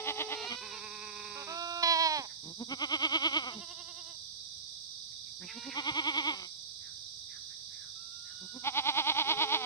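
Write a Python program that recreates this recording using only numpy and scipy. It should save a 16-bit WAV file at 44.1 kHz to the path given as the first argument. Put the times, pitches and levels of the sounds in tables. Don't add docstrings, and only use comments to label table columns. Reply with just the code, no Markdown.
import sys
import numpy as np
from scipy import signal
from scipy.fft import rfft, irfft, next_fast_len
from scipy.io import wavfile
from scipy.ndimage import uniform_filter1d, map_coordinates

SR = 44100
rng = np.random.default_rng(int(sys.argv[2]) if len(sys.argv) > 2 else 0)


def store_wav(level_fs):
    pcm = np.round(np.clip(np.atleast_2d(level_fs), -1, 1) * 32767)
    wavfile.write(sys.argv[1], SR, pcm.T.astype(np.int16))


N = 425565

QUAVERS = { "lead, tiring": (-.018, .447, 5, -.15, .6, 306, -28.8, 13, .98, .56, -.2, 0, 19),
           "lead, loud": (8.569, 9.671, 11, .68, .37, 319, -25.1, .8, .6, .68, 8.63, 13, 11),
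           "doe, first": (2.62, 3.478, 9, .1, .55, 330, -26.8, 0, .47, .57, 2.715, 0, 11.5),
           "doe, second": (5.578, 6.286, 8, .2, .75, 326, -29, 0, .47, .95, 5.73, 7, 8),
           "far": (3.541, 4.096, 7, .33, .2, 358, -48.5, 11, .95, .92, 3.4, 0, 8.5)}
# centre_s, length_s, pitch_hz, glide_share_per_s, level_db, mouth_opening (0-1)
GRUNTS = [(.524, .08, 239, 0, -36, .72), (2.485, .12, 162, 1.5, -49, .02),
          (3.578, .08, 208, -3, -43.5, .15), (5.44, .09, 178, 0, -48.5, .03),
          (6.385, .19, 189, -.6, -46.5, .9), (8.44, .08, 186, 0, -51, .04)]
HELD = {
    "kid, yelp": (1.35, 1.44, 305, -40, .035, .035, 0, 0),
    "kid, lead-in": (1.465, 1.83, 343, -37.8, .045, .002, 0, 0),
    "low": (.6, 1.57, 210.5, -46.3, .012, .06, -.055, .11),
    "high": (5.47, 6.42, 475, -50, .05, .11, 0, .01),
    "first hum": (-.2, .48, 431, -43.5, .05, .02, 0, 0),
    "last hum": (9.25, 9.9, 432, -47.5, .065, .03, 0, 0),
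    "thin": (7.95, 8.72, 1480, -61, .3, .05, 0, 0)}
# time_s, pitch_hz, level_db
KID_SLIDE = [(1.823, 347, -33), (1.835, 338, -27), (1.851, 335, -30), (1.913, 335, -27), (1.965, 322, -30),
             (2.019, 329, -29), (2.063, 320, -28), (2.085, 312, -32), (2.153, 305, -32), (2.193, 278, -35),
             (2.231, 243, -48), (2.255, 202, -46), (2.265, 204, -53)]
HIGH_SLIDE = [(0.31, 484.1, -58), (0.36, 465.3, -54), (0.436, 464.6, -52), (0.67, 510.7, -57),
              (0.79, 446.1, -56), (0.8, 454.7, -56)]
# frequency_hz, level_db
NOSE = [(110, -11.5), (190, 2.5), (260, -1), (420, -9), (700, -18.5), (1000, -14), (1400, -36.5),
        (2200, -29.5), (5000, -37), (16000, -68.5)]
LEAD_THROAT = [(150, -26.5), (310, -7), (560, -16.5), (760, 0), (880, 5.5), (1020, -6), (1350, -10.5),
               (1750, -26), (2200, -3.5), (2650, -12.5), (3250, -0.5), (4200, -5), (5500, -20),
               (7000, -46.5), (16000, -46)]
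DOE_THROAT = [(150, -17.5), (310, 4.5), (470, -6.5), (640, -3.5), (900, -0.5), (1300, 3.5), (1750, -22.5),
              (2200, 10.5), (2600, -4), (3080, 9.5), (3800, -7), (5000, -18), (7000, -36.5), (16000, -53)]
DOE_CALLING_THROAT = [(150, -17), (310, 2.5), (600, -12.5), (920, 4.5), (1300, -2), (1700, -24.5),
                      (2220, 10.5), (2600, -7.5), (3300, 4), (4300, -17), (7000, -40), (16000, -54)]
KID_HALF_OPEN_THROAT = [(340, -9.5), (690, 0.5), (1030, 0), (1380, 3.5), (1720, -14), (2060, -25.5),
                        (2400, -5.5), (2750, -1.5), (3100, -15.5), (3700, -2), (4500, -18.5), (7000, -39.5),
                        (16000, -57)]
KID_OPEN_THROAT = [(320, -19), (660, -7.5), (970, 4.5), (1300, -20), (1650, -12), (1950, -10.5), (2450, -6),
                   (2850, -13.5), (3300, 1), (3700, -14.5), (4050, 0), (4650, -19.5), (5100, -12.5),
                   (7200, -48), (15000, -52)]
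LOW_THROAT = [(210, -6), (425, 3), (630, -14), (850, -3), (1060, 6), (1280, -12), (1490, -7), (1750, -9),
              (2100, -9), (2550, 3.5), (2950, -21.5), (4200, -6.5), (16000, -70.5)]
HIGH_THROAT = [(470, -7), (960, 0), (1420, -4), (1880, -8), (2380, 0.5), (2850, 0), (3400, -7), (4150, 4),
               (5500, -21), (16000, -50)]
HUM_THROAT = [(250, -14), (430, -4.5), (860, -13), (1300, -19), (1750, -32), (2200, -20), (3500, -20.5),
              (16000, -93)]
FAR_THROAT = [(200, -12), (350, -0.5), (700, 1), (1060, 2.5), (1400, -10), (1750, -13), (2100, -8),
              (2450, -26), (2850, 4), (3600, -8), (6000, -30), (16000, -55)]
THIN_THROAT = [(700, 8), (1400, 4.5), (2900, -9), (4400, -16), (16000, -56)]
# start_s, level_db, pitch_hz
HOOVES = [(1.24, -57, 232), (2.188, -37.5, 271.7), (5.914, -43, 125), (9.365, -44, 155.3)]
# time_s, nominal_length_s, first_pitch_hz, last_pitch_hz, level_db
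BIRD = [(2.31, 0.046, 1860, 1780, -58.5), (5.128, 0.025, 2150, 2270, -70), (5.282, 0.05, 2360, 2270, -68),
        (5.438, 0.049, 1780, 2550, -52.5), (5.505, .06, 2527, 1715, -44.5), (5.655, 0.059, 1800, 2510, -52),
        (5.727, .06, 2436, 1790, -43.5), (6.875, 0.11, 1870, 1390, -61.5), (7.326, 0.065, 2030, 1910, -61),
        (7.362, 0.059, 1753, 1440, -58), (7.526, 0.053, 1730, 2020, -62), (7.746, 0.08, 1780, 2200, -64),
        (7.837, 0.13, 1800, 1320, -60.5), (8.307, .1, 1803, 1390, -61)]
# frequency_hz, level_db_per_hz
INSECTS_LEFT = [(2700, -33.5), (3150, -28), (3400, 0.5), (3700, -4.5), (3950, 6.5), (4250, -5.5),
                (4800, -0.5), (5250, -3.5), (5800, -0.5), (6100, -10), (6500, -58), (7400, -61),
                (8300, -21.5), (9500, -42.5)]
INSECTS_RIGHT = [(2750, -53.5), (3150, -29.5), (3450, -16), (3850, -7), (4200, -17.5), (4600, -7),
                 (5300, -11.5), (5850, -8.5), (6250, -20.5), (6550, -31.5), (6950, -37.5), (8450, -22.5),
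                 (9300, -33), (10500, -49.5)]
AIR = [(20, -27), (50, -8), (90, 1), (150, -5.5), (250, -16.5), (600, -18), (1400, -23.5), (3000, -28.5),
       (7000, -30.5), (11000, -28.5), (16000, -31.5)]

# jitter_share, shimmer_share, air_db
RAGGED, HARSH, HOARSE = (.03, .3, -2), (.017, .2, -5), (.013, .17, -7)
PLAIN, CLEAR = (.007, .14, -10), (.002, .04, -24)
SAG_SHARE, FLATNESS_POWER, LEAN = .155, 1.8, .14
REST_HZ, EFFORT_ATTACK_S, EFFORT_RELEASE_S = 165, .17, .05
SLACK_DB, SLACK_POWER = 18, 1.4
STRAIN_DB, STRAIN_FROM = 10, .9
EARLY_DIP_DB = 62
MOUTH_OPENS_S, WIDE_OPEN = .08, .89
SCOOP_SHARE, SCOOP_DB = .115, 7
WAVER_HZ, WAVER_DIES_S = 10, .22
CUTOFF_HZ = 15800


def near_goats():
    out = np.zeros((2, N))
    narrow_throat = np.array(LEAD_THROAT) * [.92, 1]
    tiring = quaver(QUAVERS["lead, tiring"], narrow_throat, RAGGED, edge=.5, thinning=.9, depth=1.15)
    add(out, *tiring, lead_ms=.12, pan_db=-4)
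    loud = quaver(QUAVERS["lead, loud"], LEAD_THROAT, HARSH, edge=.75)
    add(out, *loud, lead_ms=.12, pan_db=-3.5)
    doe_first = quaver(QUAVERS["doe, first"], DOE_THROAT, HOARSE, edge=2.3, depth=1.12)
    add(out, *doe_first, lead_ms=.2, pan_db=-3)
    doe_second = quaver(QUAVERS["doe, second"], DOE_CALLING_THROAT, HOARSE, edge=2.3)
    add(out, *doe_second, lead_ms=.2, pan_db=-3)
    for row in GRUNTS:
        add(out, *grunt(*row), lead_ms=.18, pan_db=-3)
    for name in ("kid, yelp", "kid, lead-in"):
        add(out, *held(contour(HELD[name]), KID_HALF_OPEN_THROAT, CLEAR), lead_ms=-.18, pan_db=-6.5)
    cry = held(KID_SLIDE, KID_OPEN_THROAT, CLEAR, gain_db=2.5, edge=.7, onset_s=.008)
    add(out, *cry, lead_ms=-.17, pan_db=-5.5)
    return out


def quaver(bleat, throat, hoarseness, edge, thinning=.49, treble_dip_db=7, depth=1):
    (first, last, count, slowing, quickest, full_hz, full_db, fading_db_per_s,
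     first_effort, last_effort, opens_s, muffled_db, dip_db) = bleat
    beats = np.r_[first - .11, throb_times(first, last, count, slowing, quickest), last + .14]
    t = times(first - .06, last + .07)
    beat = np.interp(t, beats, np.arange(len(beats)))

    nearest = np.clip(beat.round().astype(int), 1, len(beats) - 2)
    moment = uniform_filter1d(beats[nearest], int(.05 * SR))
    unready = (1 - first_effort) * np.exp((first - moment) / EFFORT_ATTACK_S)
    letting_go = (1 - last_effort) * np.exp((moment - last) / EFFORT_RELEASE_S)
    effort = np.clip((1 - unready) * (1 - letting_go), 0, 1)
    opened = np.clip(.5 + (moment - opens_s) / MOUTH_OPENS_S, 0, 1)
    level_db = full_db - fading_db_per_s * (moment - first)
    level_db = level_db - SLACK_DB * (1 - effort) ** SLACK_POWER - muffled_db * (1 - opened)

    push = np.pi * (beat + LEAN * np.sin(np.pi * beat) ** 2)
    slack = np.abs(np.sin(push)) ** FLATNESS_POWER
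    sag = SAG_SHARE * depth * (1 - np.abs(np.cos(push)) ** 5)
    pitch_hz = (REST_HZ + (full_hz - REST_HZ) * effort) * (1 - sag + .008 * wobble(t, 30))

    jitter, shimmer, air_db = hoarseness
    source = larynx(t, pitch_hz, jitter * (1 - .5 * slack), shimmer, air_db)
    voice = mouth(source, throat, np.maximum(WIDE_OPEN * opened, .09))

    bass = signal.sosfiltfilt(signal.butter(2, 480, fs=SR, output="sos"), voice)
    thinned = voice - np.clip(thinning, 0, 1) * slack * bass
    drive_db = level_db - np.median(level_db) + STRAIN_DB * (effort - STRAIN_FROM)
    voice = brighten(thinned, edge * drive_db - treble_dip_db * (slack - .25))
    lull_db = (dip_db + EARLY_DIP_DB * unready) * slack
    return t, voice * from_db(level_db - lull_db) * fade(t, .015)


def throb_times(first, last, count, slowing, quickest):
    gaps = round(count) - 1
    lengths = 1 + slowing * ((np.arange(gaps) + .5) / gaps - quickest) ** 2
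    return first + (last - first) * np.r_[0, np.cumsum(lengths)] / lengths.sum()


def grunt(centre_s, length_s, pitch_hz, glide, level_db, opening):
    t = times(centre_s - length_s / 2, centre_s + length_s / 2)
    source = larynx(t, pitch_hz * (1 + glide * (t - centre_s)), *RAGGED)
    return t, mouth(source, DOE_THROAT, opening) * from_db(level_db) * fade(t, .035)


def held(rows, throat, hoarseness, gain_db=0, edge=.73, onset_s=.013):
    s, pitch_hz, level_db = np.transpose(rows)
    t = times(s[0], s[-1] + .005)
    tremble = wobble(t, 16)
    jitter, shimmer, air_db = hoarseness
    level_db = np.interp(t, s, level_db) + (.3 + 5 * shimmer) * tremble
    pitch_hz = np.interp(t, s, pitch_hz) * (1 + .8 * jitter * tremble)
    source = larynx(t, pitch_hz, jitter, shimmer, air_db)
    steady = even(colour(source, throat), .03)
    voice = brighten(steady, edge * (level_db - np.median(level_db)))
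    return t, voice * from_db(level_db + gain_db) * fade(t, onset_s)


def contour(bleat):
    start, end, pitch_hz, level_db, attack_s, release_s, glide, waver = bleat
    t = times(start, end)
    flat = SCOOP_SHARE * (np.exp((start - t) / attack_s) + np.exp((t - end) / release_s))
    flat = flat + waver * np.cos(np.pi * WAVER_HZ * (t - start)) ** 2 * np.exp((start - t) / WAVER_DIES_S)
    gliding_hz = pitch_hz * (1 + glide * (t - t.mean()))
    return np.transpose([t, gliding_hz * (1 - flat), level_db - SCOOP_DB * flat / SCOOP_SHARE])


def larynx(t, pitch_hz, jitter, shimmer, air_db):
    phase = 2 * np.pi * np.cumsum(pitch_hz * (1 + jitter * wobble(t, 170))) / SR
    harmonics = int(SR / 2 / pitch_hz.max()) - 2
    pulses = rms_one(np.sin((harmonics + .5) * phase) / (np.sin(phase / 2) + 1e-12) - 1)
    pulses = signal.lfilter([.77, -1.6, 1], [1, -1.6, .77], pulses)
    bright_noise = signal.lfilter([1, -.9], [1, -.55], white(t))
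    breath = rms_one(bright_noise * (1 + np.cos(phase)))
    return pulses * (1 + shimmer * wobble(t, 130)) + from_db(air_db) * breath


def mouth(source, throat, opening):
    opening = np.clip(opening, 0, 1)
    return even(opening * colour(source, throat) + (1 - opening) * colour(source, NOSE), .038)


def brighten(x, treble_db):
    body = signal.sosfiltfilt(signal.butter(2, 2400, fs=SR, output="sos"), x)
    return body + from_db(treble_db) * (x - body)


def far_goats():
    out = np.zeros((2, N))
    add(out, *held(contour(HELD["low"]), LOW_THROAT, PLAIN), lead_ms=-.04, pan_db=-5.5)
    add(out, *held(HIGH_SLIDE, HIGH_THROAT, PLAIN, gain_db=8.5), lead_ms=0, pan_db=-6)
    add(out, *held(contour(HELD["high"]), HIGH_THROAT, PLAIN), lead_ms=0, pan_db=-6)
    for name in ("first hum", "last hum"):
        add(out, *held(contour(HELD[name]), HUM_THROAT, PLAIN), lead_ms=-.021, pan_db=-3.5)
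    far_quaver = quaver(QUAVERS["far"], FAR_THROAT, PLAIN, edge=.54, depth=.48)
    add(out, *far_quaver, lead_ms=-.037, pan_db=-6.5)
    add(out, *held(contour(HELD["thin"]), THIN_THROAT, PLAIN, edge=1.8), lead_ms=-.02, pan_db=-5)
    return out


def hooves(t60_s=.09):
    out = np.zeros((2, N))
    for s, level_db, pitch_hz in HOOVES:
        t = times(s, s + .086)
        knock = np.sin(2 * np.pi * pitch_hz * (t - s)) * (1 + .5 * wobble(t, pitch_hz / 2))
        decay = from_db(level_db - 60 * (t - s) / t60_s)
        add(out, t, knock * decay * fade(t, .0017), lead_ms=0, pan_db=-2)
    return out


def bird(rasp_share=.113):
    out = np.zeros((2, N))
    for s, length_s, first_hz, last_hz, level_db in BIRD:
        t = times(s - length_s * .84, s + length_s * .7)
        glide_hz = np.interp(t, [s - length_s / 3, s + length_s / 2], [first_hz, last_hz])
        pitch_hz = glide_hz * (1 + rasp_share * wobble(t, 520))
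        note = np.sin(2 * np.pi * np.cumsum(pitch_hz) / SR) * np.hanning(len(t))
        add(out, t, note * from_db(level_db), lead_ms=0, pan_db=-4)
    return out


def insects(left_db=-52, right_db=-43, trill_db=-53, chirp_s=.027, top_hz=4000, bottom_hz=3350):
    left = from_db(left_db) * colour(rng.standard_normal(N), INSECTS_LEFT)
    right = from_db(right_db) * colour(rng.standard_normal(N), INSECTS_RIGHT)
    out = np.array([left, right])
    for s in np.cumsum(rng.uniform(.19, .27, size=42)):
        t = times(s, s + 4 * chirp_s)
        cycle = (t - t[0]) / chirp_s % 1
        pitch_hz = top_hz + (bottom_hz - top_hz) * cycle
        chirps = np.sin(2 * np.pi * np.cumsum(pitch_hz) / SR) * np.sin(np.pi * cycle)
        add(out, t, chirps * from_db(trill_db + 2 * rng.standard_normal()), lead_ms=0, pan_db=-4)
    return out


def air(shared_db=-69, own_db=-72):
    low_pass = signal.butter(1, 500, fs=SR, output="sos")
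    high_pass = signal.butter(1, 250, "high", fs=SR, output="sos")
    rumble = signal.sosfilt(low_pass, colour(rng.standard_normal(N), AIR))
    own = signal.sosfilt(high_pass, [colour(rng.standard_normal(N), AIR) for side in range(2)])
    return from_db(shared_db) * rms_one(rumble) + from_db(own_db) * rms_one(own)


def hillside(x, t60_s=.5, dull_hz=2800):
    t = times(0, .6)
    scatter = rng.standard_normal((2, len(t))) * from_db(-60 * t / t60_s) * np.minimum(t / .004, 1)
    scatter = signal.sosfilt(signal.butter(1, dull_hz, fs=SR, output="sos"), scatter)
    return signal.fftconvolve(x, rms_one(scatter) / np.sqrt(len(t)), axes=1)[:, :N]


def add(out, t, x, lead_ms, pan_db):
    at = np.round(t * SR).astype(int)
    inside = (at >= 0) & (at < N)
    gains = rms_one(from_db([pan_db, 0]))
    for channel, sign in enumerate((1, -1)):
        read_at = np.arange(len(x)) + sign * lead_ms * SR / 2000
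        shifted = map_coordinates(x, [read_at], order=3)
        out[channel, at[inside]] += gains[channel] * shifted[inside]


def colour(x, spectrum):
    size = next_fast_len(len(x) + 4096, True) // 2 * 2
    hz, db = np.transpose(spectrum)
    grid_hz = np.maximum(np.arange(size // 2 + 1) * SR / size, 1)
    gain = from_db(np.interp(np.log(grid_hz), np.log(hz), db))
    cepstrum = irfft(np.log(gain))
    cepstrum[1:size // 2] *= 2
    cepstrum[size // 2 + 1:] = 0
    return rms_one(irfft(rfft(x, size) * np.exp(rfft(cepstrum)))[:len(x)])


def even(x, window_s):
    power = uniform_filter1d(x ** 2, max(int(window_s * SR), 2))
    return x / np.sqrt(np.abs(power) + 1e-9)


def wobble(t, rate_hz):
    return rms_one(signal.sosfilt(signal.butter(2, rate_hz, fs=SR, output="sos"), white(t)))


def white(t):
    return np.resize(rng.standard_normal(2 * SR), len(t))


def fade(t, edge_s):
    return np.clip(np.minimum(t - t[0], t[-1] - t) / edge_s, 0, 1)


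def times(start, end):
    return np.arange(round(start * SR), round(end * SR)) / SR


def rms_one(x):
    return x / np.sqrt(np.mean(x ** 2) + 1e-20)


def from_db(db):
    return 10 ** (np.asarray(db) / 20)


def scene():
    near = near_goats() + hooves()
    far = far_goats()
    song = bird()
    echo = hillside(from_db(-28) * near + from_db(-20) * far + from_db(-12) * song)
    return near + far + song + echo + insects() + air()


def record(dry):
    return signal.sosfilt(signal.ellip(10, .1, 80, CUTOFF_HZ, fs=SR, output="sos"), dry)


dry = scene()
out = record(dry)
store_wav(out)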